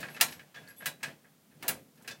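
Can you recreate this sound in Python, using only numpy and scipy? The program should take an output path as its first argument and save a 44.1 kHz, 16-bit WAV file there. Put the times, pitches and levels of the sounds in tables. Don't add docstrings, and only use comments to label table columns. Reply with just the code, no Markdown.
import sys
import numpy as np
from scipy import signal
from scipy.fft import rfft, irfft
from scipy.io import wavfile
from scipy.ndimage import uniform_filter1d

SR = 44100
rng = np.random.default_rng(int(sys.argv[2]) if len(sys.argv) > 2 else 0)


def dump_mix(stems):
    frames = np.atleast_2d(stems).T
    limited = np.clip(frames, -1, 1)
    pcm = np.round(limited * 32767).astype(np.int16)
    wavfile.write(sys.argv[1], SR, pcm)


N = 97020


def amp(db):
    return 10 ** (np.asarray(db) / 20)


def unit_rms(x):
    return x / np.sqrt(np.mean(x ** 2) + 1e-20)


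def log_interp(points, hz):
    f, value = np.transpose(points)
    return np.interp(np.log(hz + 1), np.log(f + 1), value)


def add(mix, at_s, sound):
    part = mix[max(round(at_s * SR), 0):][:len(sound)]
    part += sound[:len(part)]


def seconds(size=24000):
    return np.arange(size) / SR


def noise(spectrum):
    gain = amp(log_interp(spectrum, np.fft.rfftfreq(N, 1 / SR)))
    return unit_rms(irfft(rfft(rng.standard_normal(N)) * gain, N))


def minimum_phase(gain):
    log_gain = np.log(gain + 1e-9)
    mirrored = np.r_[log_gain, log_gain[-2:0:-1]]
    return np.fft.ifft(np.exp(signal.hilbert(mirrored).conj())).real[:4096]


def ring(modes, rise_s=0.0011):
    t = seconds()
    sines = sum(amp(db - 60 * t / t60) * np.sin(2 * np.pi * (hz * t + rng.random()))
                for hz, db, t60 in modes)
    return sines * (1 - np.exp(-t / rise_s))


# f/Hz, t60/s
ROOM_DECAY = [(100, 0.17), (300, 0.66), (800, 0.22), (2000, 0.13), (5000, 0.13), (10000, 0.12),
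              (16000, 0.068)]
def room(direct=0.69, echo=0.7, echo_s=0.0023, build_s=0.0014, late_db=-29, late_t60_s=0.48):
    t = seconds()
    hz, frame_s, spectra = signal.stft(rng.standard_normal(len(t)), SR, nperseg=256)
    early = amp(-60 * frame_s / log_interp(ROOM_DECAY, hz)[:, None])
    late = amp(late_db - 60 * frame_s / late_t60_s)
    response = signal.istft(spectra * (early + late), SR)[1][:len(t)] * (1 - np.exp(-t / build_s))
    response /= np.linalg.norm(response)
    response[0] += direct
    response[round(echo_s * SR)] += echo
    return response


def contact(build_s, chatter_s):
    t = seconds(3000)
    bounces = rng.standard_normal(len(t)) * np.exp(rng.standard_normal(len(t)))
    bounces *= np.exp(-t / chatter_s) * (1 - np.exp(-t / build_s))
    return bounces / np.linalg.norm(bounces)


def knock(build_s, chatter_s, flatten=0.54, size=32768):
    spectrum = rfft(signal.fftconvolve(contact(build_s, chatter_s), room()), size)
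    power = uniform_filter1d(abs(spectrum) ** 2, size=100)
    equaliser = minimum_phase((power / power.mean()) ** (-flatten / 2))
    return signal.fftconvolve(irfft(spectrum), equaliser)[:size]


# f/Hz, width/Hz, level/dB
BARREL_MODES = [(1400, 120, -16.5), (1641, 45, -0.5), (1777.6, 43.4, -5), (1965, 61, -10.5),
                (2233, 35, -10.5), (2517, 120, -11), (2930, 100, -15), (3290, 36, -22), (4017, 110, -18.5)]
LOCK_BANDS_HZ = [30, 190, 700, 2100, 5200, 12000]
LOCK_WIDTHS_HZ = np.array([260, 260, 800, 2100, 4500, 8000])
def lock_body(band_db, barrel_db, soft_db_per_oct=0, gap_hz=1080, gap_oct=0.85, gap_db=-1.5):
    hz = np.fft.rfftfreq(8192, 1 / SR)
    main_hz = max(BARREL_MODES, key=lambda mode: mode[2])[0]
    peaks = np.ones(len(hz))
    for mode_hz, width_hz, db in BARREL_MODES:
        height = amp(barrel_db + db - soft_db_per_oct * abs(np.log2(mode_hz / main_hz)))
        peaks += height ** 2 / (1 + (2 * (hz - mode_hz) / width_hz) ** 2)
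    density_db = np.array(band_db) - 10 * np.log10(np.asarray(LOCK_WIDTHS_HZ) / (SR / 2))
    density_db[3] -= 10 * np.log10(peaks[(hz > 1400) & (hz < 3500)].mean())
    broad_db = log_interp(list(zip(LOCK_BANDS_HZ, density_db)), hz)
    dip_db = gap_db * np.exp(-(np.log2((hz + 1) / gap_hz) / gap_oct) ** 2)
    return minimum_phase(amp(broad_db + dip_db) * np.sqrt(peaks))


# f/Hz, level/dB
AIR_SPECTRUM = [(15, -55), (25, -17.5), (39, -46.5), (153, -14), (206, -0.5), (236, -4.5), (416, -16),
                (1330, -17.5), (2050, -21.5), (2550, -24), (3250, -20), (3720, -22.5), (16000, -22)]
def air(level_db=-66.5):
    return amp(level_db) * noise(AIR_SPECTRUM)


# t/s, boom level/dB, rub level/dB
PANEL_SHIFTS = [(0.0, -46, -41.5), (0.2, -55.5, -52.5), (0.21, -46, -42), (0.31, -49, -50),
                (0.54, -68, -64), (0.58, -53.5, -50.5), (0.78, -61.5, -63), (0.88, -50, -40),
                (0.98, -61.5, -65.5), (1.09, -47.5, -44), (1.18, -63.5, -65), (1.45, -67.5, -72),
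                (1.59, -55.5, -62.5), (1.7, -44, -36.5), (1.83, -57, -65), (1.91, -64.5, -72.5),
                (2.12, -53.5, -52.5), (2.2, -62, -60.5)]
# f/Hz, level/dB
BOOM_SPECTRUM = [(25, -31), (50, -55), (75, -11), (100, -9), (122, -6.5), (148, 5), (180, -4.5), (230, 0.5),
                 (320, -10), (500, -11), (1000, -53.5)]
# f/Hz, level/dB
RUB_SPECTRUM = [(200, -26), (380, -8.5), (550, 6), (800, 1.5), (1200, -8.5), (2500, -3.5), (6000, -13.5),
                (16000, -20)]
def cabinet(boom_gain_db=-3.5, rub_gain_db=-6.5):
    at_s, boom_db, rub_db = np.transpose(PANEL_SHIFTS)
    t = seconds(N)
    boom = amp(np.interp(t, at_s, boom_db) + boom_gain_db) * noise(BOOM_SPECTRUM)
    rub = amp(np.interp(t, at_s, rub_db) + rub_gain_db) * noise(RUB_SPECTRUM)
    return boom + rub


# t/s, length/s, level/dB, grind/dB, rasp/dB
KEY_SLIDES = [(0, 0.019, -46, -30, -7), (0.556, 0.046, -59, -14, -34), (0.616, 0.11, -54.5, -29.5, -22),
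              (0.809, 0.034, -59.5, -29, -25), (1.634, 0.038, -56.5, 11, -34), (1.993, 0.026, -67, 2, -23)]
def key_slides(slips_per_s=500, gain_db=-2, sub_db=-45, boom_db=-25, sizzle_db=-5):
    out = np.zeros(N)
    for at_s, length_s, db, grind_db, rasp_db in KEY_SLIDES:
        slips = (rng.standard_normal(N) * (rng.random(N) < slips_per_s / SR))[:int(length_s * SR)]
        slips = unit_rms(slips) * signal.windows.tukey(len(slips))
        band_db = [sub_db, boom_db, grind_db, 0, rasp_db, rasp_db + sizzle_db]
        scrape = signal.fftconvolve(slips, lock_body(band_db, barrel_db=30, soft_db_per_oct=22))
        add(out, at_s, amp(db + gain_db) * signal.fftconvolve(scrape, room()))
    return out


# f/Hz, level/dB, t60/s
KEY_MODES = [(7926, -4.5, .1), (8945, -8, 0.15), (10020, -0.5, .05), (10700, -6, .04), (11060, 1.5, .07),
             (11475, 8, .09), (11500, -2.5, .06), (12000, -11, .04)]
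# t/s, ring level/dB, click level/dB
KEY_CLINKS = [(.004, -61, -47), (.097, -54.5, -73), (0.136, -56.5, -70), (.305, -50.5, -73),
              (0.323, -55, -75), (0.404, -72, -96), (.676, -72, -61.5), (0.685, -58, -55.5),
              (0.764, -58, -62), (0.779, -51, -64), (1.956, -69, -68), (2.023, -65, -60)]
def key_clinks(ring_gain_db=-4, click_gain_db=25, highpass_hz=3500, build_s=0.00036, detune=0.0062):
    out = np.zeros(N)
    highpass = signal.butter(2, highpass_hz, "high", fs=SR, output="sos")
    for at_s, ring_db, click_db in KEY_CLINKS:
        modes = [(hz * (1 + detune * rng.standard_normal()), db, t60) for hz, db, t60 in KEY_MODES]
        ringing = signal.fftconvolve(ring(modes), knock(build_s, chatter_s=0.0071))
        click = signal.sosfilt(highpass, knock(build_s, chatter_s=0.002))
        add(out, at_s, amp(ring_db + ring_gain_db) * ringing)
        add(out, at_s, amp(click_db + click_gain_db) * click)
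    return out


# t/s, level/dB, brightness/dB, chatter/s
PIN_TICKS = [(.029, -33, -19, 0.0031), (0.084, -44, -17, 0.002), (0.144, -49.5, -6, 0.0067),
             (0.164, -40.5, -11.5, 0.0045), (0.2, -34.5, -14, .006), (0.282, -43, -3.5, 0.0052),
             (.322, -45.5, -2, 0.0034), (0.392, -46, -15, 0.0091), (.543, -45.5, -10, 0.0091),
             (.559, -46, -12, 0.0076), (0.692, -70, -20, 0.0025), (0.71, -57.5, -12, 0.0035),
             (.805, -45, -21.5, 0.0027), (0.821, -44, -18, 0.0027), (1.007, -55, -39, 0.0034),
             (1.087, -50, -35, 0.0068), (1.242, -55.5, -43, 0.0068), (1.512, -61, -22, 0.0091),
             (1.652, -72, -30, .008), (1.974, -63.5, -4, 0.0051), (2.045, -51.5, -20, 0.0084),
             (2.086, -47, -12, 0.011), (2.109, -49.5, 3.5, 0.0051)]
def pin_ticks(gain_db=24, build_s=0.00098, sub_db=-45, boom_db=-22, panel_db=-13, sizzle_db=-12):
    out = np.zeros(N)
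    for at_s, db, bright_db, chatter_s in PIN_TICKS:
        band_db = [sub_db, boom_db, panel_db, 0, bright_db, bright_db + sizzle_db]
        body = lock_body(band_db, barrel_db=18, soft_db_per_oct=-1)
        add(out, at_s, amp(db + gain_db) * signal.fftconvolve(knock(build_s, chatter_s), body))
    return out


# t/s, f/Hz, level/dB, t60/s
METAL_PINGS = [(0.147, 2620, -39, 0.09), (0.558, 3410, -51, 0.24), (0.676, 4450, -37.5, 0.0099),
               (.709, 4860, -40, 0.008), (.770, 3455, -63, 0.15), (0.861, 3920, -41.5, 0.21),
               (1.03, 8220, -41.5, .14), (2.105, 2617, -39.5, 0.075), (2.112, 3524, -43, 0.15)]
def metal_pings(wet=0.45):
    out = np.zeros(N)
    for at_s, *mode in METAL_PINGS:
        tone = ring([mode])
        in_room = signal.fftconvolve(tone, knock(build_s=0.00036, chatter_s=0.002))[:len(tone)]
        add(out, at_s, tone + wet * in_room)
    return out


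# f/Hz, level/dB, t60/s
STEEL_MODES = [(701, -2.5, 0.15), (910, -7, 0.23), (1365, -3, 0.18), (2333, -15, 0.23), (2646, -2, 0.13),
               (2805, 10.5, 0.054), (4060, 1.5, 0.15), (4942, 12, 0.04), (5670, -9, 0.06), (7618, 1, 0.03),
               (9400, 9, 0.043), (11478, -6, 0.25)]
# f/Hz, level/dB, t60/s
BOLT_MODES = [(2670, -8.5, 0.08), (10000, -1, 0.13), (11300, -8, 0.17), (12600, 6, 0.081),
              (14900, 5.5, 0.077), (15468, 8.5, 0.066), (15960, -2.5, 0.15)]
# t/s, build/s, chatter/s, level/dB (six lock bands, barrel peaks, steel, bolt)
SNAPS = [(0.2101, 0.0036, 0.0025, -54, -54, -34, -20.5, -21, -19, 3, -31, -46),
         (0.8579, 0.0046, 0.003, -82, -70, -45.5, -26, -34.5, -31, 16.7, -71, -59),
         (1.0292, 0.0018, 0.0049, -91, -58.5, -45, -29, -37.5, -45, 28.4, -56.5, -64),
         (1.6257, 0.0044, 0.0038, -69, -47, -46, -38.5, -49, -46.5, 4.7, -57.5, -68),
         (1.6804, 0.00046, 0.0038, -58, -54.5, -45, -36, -31.5, -24, 6.8, -46, -40),
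         (1.6895, 0.0011, 0.0044, -52, -60, -41.5, -31.5, -48.5, -37, 8.7, -46, -39),
         (2.0761, 0.0024, 0.0086, -82, -61, -52, -38, -39.5, -49.5, 24, -52.5, -61)]
def lock_snaps(gain_db=23):
    out = np.zeros(N)
    for at_s, build_s, chatter_s, *band_db, barrel_db, steel_db, bolt_db in SNAPS:
        clack = signal.fftconvolve(knock(build_s, chatter_s), lock_body(band_db, barrel_db))
        add(out, at_s, amp(gain_db) * clack)
        add(out, at_s, amp(steel_db) * ring(STEEL_MODES) + amp(bolt_db) * ring(BOLT_MODES))
    return out


def scene():
    lock = lock_snaps() + pin_ticks() + key_slides()
    return (lock + key_clinks() + metal_pings() + cabinet() + air())[None]


def record(dry):
    lowpass = signal.firwin(401, 16100, window=("kaiser", 8), fs=SR)
    return signal.oaconvolve(dry, lowpass[None], "same")


dry = scene()
out = record(dry)
dump_mix(out)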